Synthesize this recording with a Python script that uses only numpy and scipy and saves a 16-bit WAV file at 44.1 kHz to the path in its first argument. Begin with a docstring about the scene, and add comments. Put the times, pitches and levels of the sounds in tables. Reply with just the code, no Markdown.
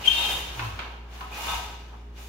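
"""A hand saw works through trim in a plastic miter box, on the floor of a bare room with a mains hum.
The first stroke hisses and rasps as shaped noise; the blade rings in its modes and squeals in pure tones.
As it slows the box judders low on the floor; meanwhile and shortly after, knocks of the blade in its slot,
as noise bursts, ring the box. A long stroke follows, ringing the blade in another, broader set of modes,
and a short faint scrape ends the scene. Hum harmonics and soft air noise run throughout."""
import sys
import numpy as np
from scipy import signal
from scipy.fft import rfft, irfft
from scipy.io import wavfile

SR = 44100
rng = np.random.default_rng(int(sys.argv[2]) if len(sys.argv) > 2 else 0)


def store_pcm(level_fs):
    """Save levels as 16-bit WAV."""
    pcm = np.round(np.clip(level_fs, -1, 1) * 32767).astype(np.int16)
    wavfile.write(sys.argv[1], SR, np.atleast_2d(pcm).T)


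N = 100812

# Speed of the blade, as the level of its hiss. Each row: time in seconds, relative level in dB.
BLADE_SPEED = [(0.0, -56), (0.03, -57), (0.08, -47.5), (0.09, -50), (0.18, -45.5), (0.33, -44),
               (0.52, -59.5), (0.6, -54), (1.06, -83), (1.14, -64), (1.21, -60.5), (1.29, -67),
               (1.39, -49.5), (1.53, -46.5), (1.84, -74.5), (2.12, -82.5), (2.19, -59.5), (2.29, -58.5)]
# How hard the teeth bite, as the rasp in the box. Each row: time in seconds, relative level in dB.
BITE_LEVEL = [(0, -36.5), (.11, -41.5), (.19, -34.5), (.34, -33.5), (.46, -44.5), (.55, -41), (.63, -41.5),
              (.72, -43.5), (.86, -40), (1.05, -55), (1.17, -43), (1.29, -45.5), (1.38, -39.5), (1.5, -38),
              (1.58, -52), (1.67, -44.5), (1.82, -54.5), (1.94, -50.5), (2, -62.5), (2.13, -65),
              (2.19, -47), (2.29, -62)]
# Wood tearing under the teeth. Each row: time in seconds, relative level in dB.
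TEAR_LEVEL = [(0, -38.5), (.2, -36), (.34, -35.5), (.5, -42), (.64, -40), (.76, -48.5), (1.06, -61),
              (1.14, -45.5), (1.29, -50.5), (1.34, -38.5), (1.45, -34.5), (1.51, -31), (1.57, -33.5),
              (1.65, -42.5), (1.74, -45), (1.84, -52.5), (2.12, -64), (2.18, -44.5), (2.29, -50)]
# Hollow ringing of the box under the saw. Each row: time in seconds, relative level in dB.
HOLLOW_LEVEL = [(0, -54), (.12, -44), (.23, -38.5), (.34, -43.5), (.48, -50), (.64, -42.5), (.76, -65),
                (.88, -49), (1.08, -58), (1.3, -57), (1.39, -41), (1.46, -37), (1.49, -30.5), (1.53, -32),
                (1.6, -39), (1.65, -46.5), (1.72, -45.5), (1.79, -54.5), (1.9, -62), (1.94, -47),
                (2.02, -65.5), (2.14, -63), (2.2, -54.5), (2.29, -63)]
# Rumble the strokes send into the floor. Each row: time in seconds, relative level in dB.
RUMBLE_LEVEL = [(0, -44), (.12, -42.5), (.2, -52), (.36, -45), (.5, -46.5), (.9, -61), (1.1, -58),
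                (1.3, -62), (1.4, -51), (1.51, -43), (1.67, -44), (1.8, -58), (2.29, -60)]
# Ringing of the blade on the first stroke. Each row: time in seconds, relative level in dB.
FIRST_RING_LEVEL = [(0, -62), (.03, -27), (.06, -22.5), (.1, -27), (.14, -24.5), (.19, -26.5), (.26, -27),
                    (.33, -28.5), (.37, -36.5), (.48, -45), (.6, -51), (.9, -72)]
# Ringing of the blade on the long stroke. Each row: time in seconds, relative level in dB.
LONG_RING_LEVEL = [(1.28, -70), (1.332, -33.5), (1.4, -41), (1.46, -40), (1.5, -31), (1.56, -42.5),
                   (1.63, -53), (1.75, -69), (1.95, -99)]

# Modes of the blade on the first stroke. Each row: frequency in Hz, width in Hz, relative level in dB,
# time it takes hold in seconds, time it lets go in seconds.
FIRST_BLADE_MODES = [(2507, 18, -8, 0.036, 0.23), (2742, 12, -3.5, .04, 0.21), (2809, 19, 1.5, 0.13, 0.17),
                     (2926, 87, -3.5, 0.034, 0.3), (3142, 12, -2.5, 0.063, 0.29),
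                     (3168, 27, 0.5, 0.046, 0.44), (3550, 7.5, -3.5, 0.086, 0.3), (3668, 8.2, -2, .16, .43),
                     (3667, 36, -9.5, 0.12, 0.36)]
# Broader modes of the blade on the long stroke. Each row: frequency in Hz, width in Hz,
# relative level in dB, time it takes hold in seconds, time it lets go in seconds.
LONG_BLADE_MODES = [(2502, 54, 1.5, 1.32, 1.4), (2814, 45, -0.5, 1.38, 1.44), (2850, 50, -3, 1.35, 1.58),
                    (3553, 45, 4.5, 1.48, 1.52), (3760, 39, -10, 1.6, 1.8)]
# Modes of the plastic box. Each row: frequency in Hz, width in Hz, relative level when sawn in dB,
# relative level when knocked in dB.
BOX_MODES = [(753, 24, -7, -7.5), (855.4, 27, -2, -20), (939.7, 38, 0.5, 1), (1004, 18, -8.5, 0.5),
             (1093, 40, -7, 2), (1270, 19.3, -2.5, 2), (1545, 58, -9, -12)]

# Squeals, where one blade mode takes over. Each row: middle in seconds, half length in seconds,
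# frequency in Hz, level in dB, right ear against left in dB.
SQUEALS = [(0.061, .005, 3195, -23.5, -9), (0.0827, 0.0068, 3155, -6.5, -17.5),
           (0.115, 0.017, 3150, -16.5, -13.5), (0.187, 0.0041, 3675, -21, -4.5)]
# Knocks of the blade in its slot. Each row: start in seconds, relative level in dB, treble tilt in dB,
# decay time in seconds, relative level of the box ring in dB.
KNOCKS = [(0.594, -25, -3, 0.0084, -38.5), (.619, -40, -50, 0.0037, -36.5), (0.791, -29, 1, 0.014, -39.5),
          (1.208, -36, 0, .012, -36.5)]
# Low judder of the box on the floor. Each row: time in seconds, pitch in Hz, level in dB.
JUDDER = [(.48, 138, -110), (.53, 133, -62), (.57, 127, -41), (.61, 113.5, -37.5), (.645, 115, -34),
          (.68, 109, -33), (.712, 101, -49), (.74, 96, -37), (.785, 92, -51), (.84, 92, -110)]
# Harmonics of the hum. Each row: multiple of the mains pitch, level in dB.
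HUM = [(1, -42), (2, -59), (3, -63), (4, -65), (5, -68), (6, -66), (7, -62)]

# Colour of the hiss. Each row: frequency in Hz, relative level in dB per Hz.
HISS_COLOUR = [(300, -21.5), (2000, -14), (4200, -22.5), (5200, 1.5), (6600, 10), (7400, 6.5), (8200, 2),
               (10000, 5), (12000, 7), (14000, 2.5), (16000, 4.5)]
# Colour of the tearing wood. Each row: frequency in Hz, relative level in dB per Hz.
WOOD_COLOUR = [(1000, -24), (2000, -9), (2300, -7.5), (2460, -4), (2650, -9.5), (2870, -3.5), (3200, -10),
               (3570, -7), (3900, -11.5), (4700, -13.5), (6500, -16.5), (9000, -32.5)]
# Colour of the rasp in the box. Each row: frequency in Hz, relative level in dB per Hz.
BOX_COLOUR = [(60, -13), (140, -9), (220, -8), (330, -5.5), (430, -4.5), (590, -4), (700, -1), (860, 1),
              (1050, -2), (1270, -4.5), (1400, -5), (1570, -2), (1850, -8), (2400, -15), (5000, -41.5)]
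# Colour of the floor rumble. Each row: frequency in Hz, relative level in dB per Hz.
FLOOR_COLOUR = [(25, -30.5), (55, 18), (110, 5.5), (160, -2.5), (250, -8.5), (600, -44.5)]
# Colour of a knock before its treble tilt. Each row: frequency in Hz, relative level in dB per Hz.
KNOCK_COLOUR = [(80, -15.5), (300, -10.5), (650, -11.5), (1020, 0), (1170, -10.5), (1275, -4.5), (1400, 0),
                (1560, -2.5), (1900, -6), (2600, -4), (3300, -7.5), (4200, -14), (6000, -25.5), (9000, -40),
                (16000, -48)]
# Colour of the air of the room. Each row: frequency in Hz, relative level in dB per Hz.
AIR_COLOUR = [(20, -15.5), (45, -9), (90, -8), (150, -6), (300, -8), (600, -10.5), (1200, -14.5),
              (2500, -22.5), (5000, -38.5), (9000, -43), (16000, -54)]
# Decay of the room. Each row: frequency in Hz, time to fall by 60 dB in seconds.
ROOM_DECAY = [(100, 1), (400, 0.84), (1000, 0.58), (2800, 0.79), (6000, 0.7), (14000, 0.24)]

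# Teeth: nominal rate at top speed, decay of one catch, spread of the catches, share of scraping, chatter
TEETH_PER_S, TOOTH_S, TOOTH_SPREAD_DB = 520, 0.00059, 3
SCRAPE_SHARE, CHATTER_DB = 0.74, 1.25
# Ringing: how fast blade modes take hold and let go, width of the skirt around each box mode
TAKE_HOLD_S, LET_GO_DB_PER_S, BOX_SKIRT_HZ = 0.0041, 73, 298
# Squeals: overtone level, wobble as a share of the pitch, echo level
OVERTONE_DB, SQUEAL_WOBBLE, SQUEAL_ECHO_DB = -25.5, 0.0067, -20
# Knocks: onset time of the box ring, corner of the treble tilt
KNOCK_RING_S, KNOCK_TILT_HZ = 0.0029, 1900
# Mains pitch, and phase skews added on the left and taken off on the right
MAINS_HZ, HUM_SKEW_RAD, JUDDER_SKEW_RAD = 58.6, 0.02, 0.11
# Mix trims
HISS_DB, AIR_DB, TAIL_DB, KNOCK_ROOM_DB = 6, -55.5, -5, -1
# Room: build-up time of the tail; corner of the stereo spread; top of the band
EARLY_S, MONO_HZ, EDGE_HZ = 0.0023, 562, 15850


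def sawing():
    """The teeth hiss, tear the wood, shake the box, ring the blade and rumble in the floor."""
    drive, shake = teeth(), teeth()
    hiss = colour(drive, HISS_COLOUR) * amp(curve(BLADE_SPEED) + HISS_DB)
    wood = colour(teeth(), WOOD_COLOUR) * amp(curve(TEAR_LEVEL) - 3)
    rasp = colour(drive, BOX_COLOUR) * amp(curve(BITE_LEVEL) - 3.5)
    hollow = box_ringing(shake) * amp(curve(HOLLOW_LEVEL))
    steel = blade(shake, FIRST_BLADE_MODES, FIRST_RING_LEVEL)
    steel = steel + blade(shake, LONG_BLADE_MODES, LONG_RING_LEVEL)
    lean_left = amp(np.array([[0.93], [-0.93]]))
    close = hiss + wood + rasp + (hollow + steel) * lean_left
    rumble = colour(rng.standard_normal((2, N)), FLOOR_COLOUR) * amp(curve(RUMBLE_LEVEL))
    return narrow_bass(close + amp(TAIL_DB) * room(close) + rumble) * amp(-1.78)


def teeth():
    """Each tooth catches with a short burst over steady scraping; faster blade, more teeth."""
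    # a power below 1 turns the wide range of hiss level into a smaller range of speed
    speed = amp(curve(BLADE_SPEED) - curve(BLADE_SPEED).max()) ** .3
    teeth_passed = np.cumsum(TEETH_PER_S * speed * np.exp(.3 * drift(150))) / SR
    strikes = np.diff(np.floor(teeth_passed), prepend=0) > 0
    catches = strikes * amp(TOOTH_SPREAD_DB * np.clip(rng.standard_normal(N), -2, 2))
    bursts = unit(signal.lfilter([1], [1, -np.exp(-1 / (TOOTH_S * SR))], catches))
    envelope = SCRAPE_SHARE + (1 - SCRAPE_SHARE) * bursts
    return unit(envelope * amp(CHATTER_DB * drift(44))) * rng.standard_normal((2, N))


def blade(drive, modes, level):
    """The rubbed steel rings in its modes, each taking hold and letting go at its own time."""
    t, out = np.arange(N) / SR, 0
    for hz, width_hz, db, start, end in modes:
        take_hold = (1 + np.tanh((t - start) / TAKE_HOLD_S)) / 2
        let_go = amp(-LET_GO_DB_PER_S * np.maximum(t - end, 0))
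        out = out + amp(db) * unit(ring(drive, hz, width_hz)) * take_hold * let_go
    return out / np.linalg.norm(amp([row[2] for row in modes])) * amp(curve(level))


def box_ringing(drive):
    """The shaken plastic box rings in its modes, each narrow peak shaped by a wider one."""
    out = 0
    for hz, width_hz, sawn_db, _ in BOX_MODES:
        peak = ring(ring(drive, hz, width_hz), hz, BOX_SKIRT_HZ)
        out = out + amp(sawn_db) * unit(peak)
    return unit(out)


def squeals():
    """The blade sticks and slips at one mode: a nearly pure tone swells and fades."""
    t, out = np.arange(N) / SR, np.zeros((2, N))
    for middle, half, hz, db, right_db in SQUEALS:
        pitch = hz * (1 + SQUEAL_WOBBLE * drift(200))
        phase = 2 * np.pi * (np.cumsum(pitch) / SR + rng.random())
        tone = np.sqrt(2) * (np.sin(phase) + amp(OVERTONE_DB) * np.sin(2 * phase))
        swell = np.exp(-((t - middle) / half) ** 2)
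        out += np.outer([1, amp(right_db)], tone * amp(db) * swell)
    return out + amp(SQUEAL_ECHO_DB) * room(out[:1] + out[1:])


def knocks():
    """Short noisy blows with sharp onsets ring the plastic box and the room."""
    t, out = np.arange(N) / SR, np.zeros((2, N))
    for start, db, treble_db, length, ring_db in KNOCKS:
        age = np.maximum(t - start, 0)
        blow = (t >= start) * np.exp(-age / length) * rng.standard_normal((2, N))
        tilted = [(hz, level + treble_db * hz ** 2 / (hz ** 2 + KNOCK_TILT_HZ ** 2))
                  for hz, level in KNOCK_COLOUR]
        out += amp(db) * colour(blow, tilted)
        for hz, width_hz, _, mode_db in BOX_MODES:
            # half the usual decay rate for this width, so a knock rings on longer
            envelope = (1 - np.exp(-age / KNOCK_RING_S)) * np.exp(-np.pi * width_hz * age / 2)
            tone = np.sin(2 * np.pi * (hz * age + rng.random((2, 1))))
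            out += amp(ring_db + mode_db) * envelope * tone
    return narrow_bass(out + amp(KNOCK_ROOM_DB) * room(out))


def judder():
    """A low tone that sags as the stroke slows, its phase skewed between the ears."""
    phase = 2 * np.pi * np.cumsum(curve(JUDDER)) / SR + JUDDER_SKEW_RAD * np.array([[1], [-1]])
    return np.sqrt(2) * amp(curve(JUDDER, axis=2)) * np.sin(phase)


def background():
    """Slightly wavering mains hum, a stack of harmonics, and the air of the room as soft noise."""
    phase = 2 * np.pi * MAINS_HZ * np.arange(N) / SR + 0.1 * drift(4)
    phase = phase + HUM_SKEW_RAD * np.array([[1], [-1]])
    hum = sum(amp(db) * np.sin(k * phase + 2 * np.pi * rng.random()) for k, db in HUM)
    air = narrow_bass(colour(rng.standard_normal((2, N)), AIR_COLOUR))
    return np.sqrt(2) * hum * amp(0.5 * drift(8.7)) + amp(AIR_DB) * air


def room(x):
    """Diffuse tail of the bare room: decaying noise, each band dying at its own speed."""
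    hz, t, bands = signal.stft(rng.standard_normal((2, SR)), SR, nperseg=256)
    decay = amp(-60 * t / read(ROOM_DECAY, hz)[:, None])
    tail = signal.istft(bands * decay, SR, nperseg=256)[1]
    tail = tail * (1 - np.exp(-np.arange(tail.shape[1]) / SR / EARLY_S))
    return signal.fftconvolve(x, tail / np.linalg.norm(tail[0]), axes=1)[:, :N]


def narrow_bass(x):
    """Two close microphones hear the same bass: the side signal fades out towards low pitch."""
    f = np.fft.rfftfreq(x.shape[1], 1 / SR)
    apart = f ** 2 / (f ** 2 + MONO_HZ ** 2)
    mid = rfft(x[0] + x[1]) * np.sqrt(2 - apart)
    side = rfft(x[0] - x[1]) * np.sqrt(apart)
    return irfft(np.array([mid + side, mid - side]), x.shape[1]) / 2


def ring(x, hz, width_hz):
    """One mode driven by x: a resonator with a single complex pole."""
    pole = np.exp((2j * np.pi * hz - np.pi * width_hz) / SR)
    return signal.lfilter([1], [1, -pole], x).real


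def colour(x, points, size=4096):
    """Causal minimum-phase filter of energy 1 with the given spectrum."""
    log_gain = np.log(amp(read(points, abs(np.fft.fftfreq(size, 1 / SR)))))
    taps = np.fft.ifft(np.exp(np.conj(signal.hilbert(log_gain)))).real[:size // 2]
    return signal.oaconvolve(x, taps[None] / np.linalg.norm(taps), axes=1)[:, :N]


def drift(hz):
    """Random wander of rms 1: noise with a soft low-pass around hz."""
    f = np.fft.rfftfreq(N, 1 / SR)
    return unit(irfft(rfft(rng.standard_normal(N)) * np.exp(-(f / hz) ** 2), N))


def curve(rows, axis=1):
    """One column of a time table, at every sample."""
    rows = np.array(rows)
    return np.interp(np.arange(N) / SR, rows[:, 0], rows[:, axis])


def read(points, hz):
    """A frequency table read on a log-frequency axis."""
    f, value = np.transpose(points)
    return np.interp(np.log(hz + 1), np.log(f + 1), value)


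def amp(db):
    """Decibels to amplitude."""
    return 10 ** (np.asarray(db) / 20)


def unit(x):
    """Scales to rms 1."""
    return x / np.sqrt(np.mean(x ** 2) + 1e-20)


def scene():
    """Everything heard at the two microphones."""
    return sawing() + squeals() + knocks() + judder() + background()


def record(dry):
    """The recorder's band limit: a steep low-pass at the top of the treble."""
    low_pass = signal.firwin(511, EDGE_HZ, window=("kaiser", 9), fs=SR)
    return signal.oaconvolve(dry, low_pass[None], "same")


dry = scene()
out = record(dry)
store_pcm(out)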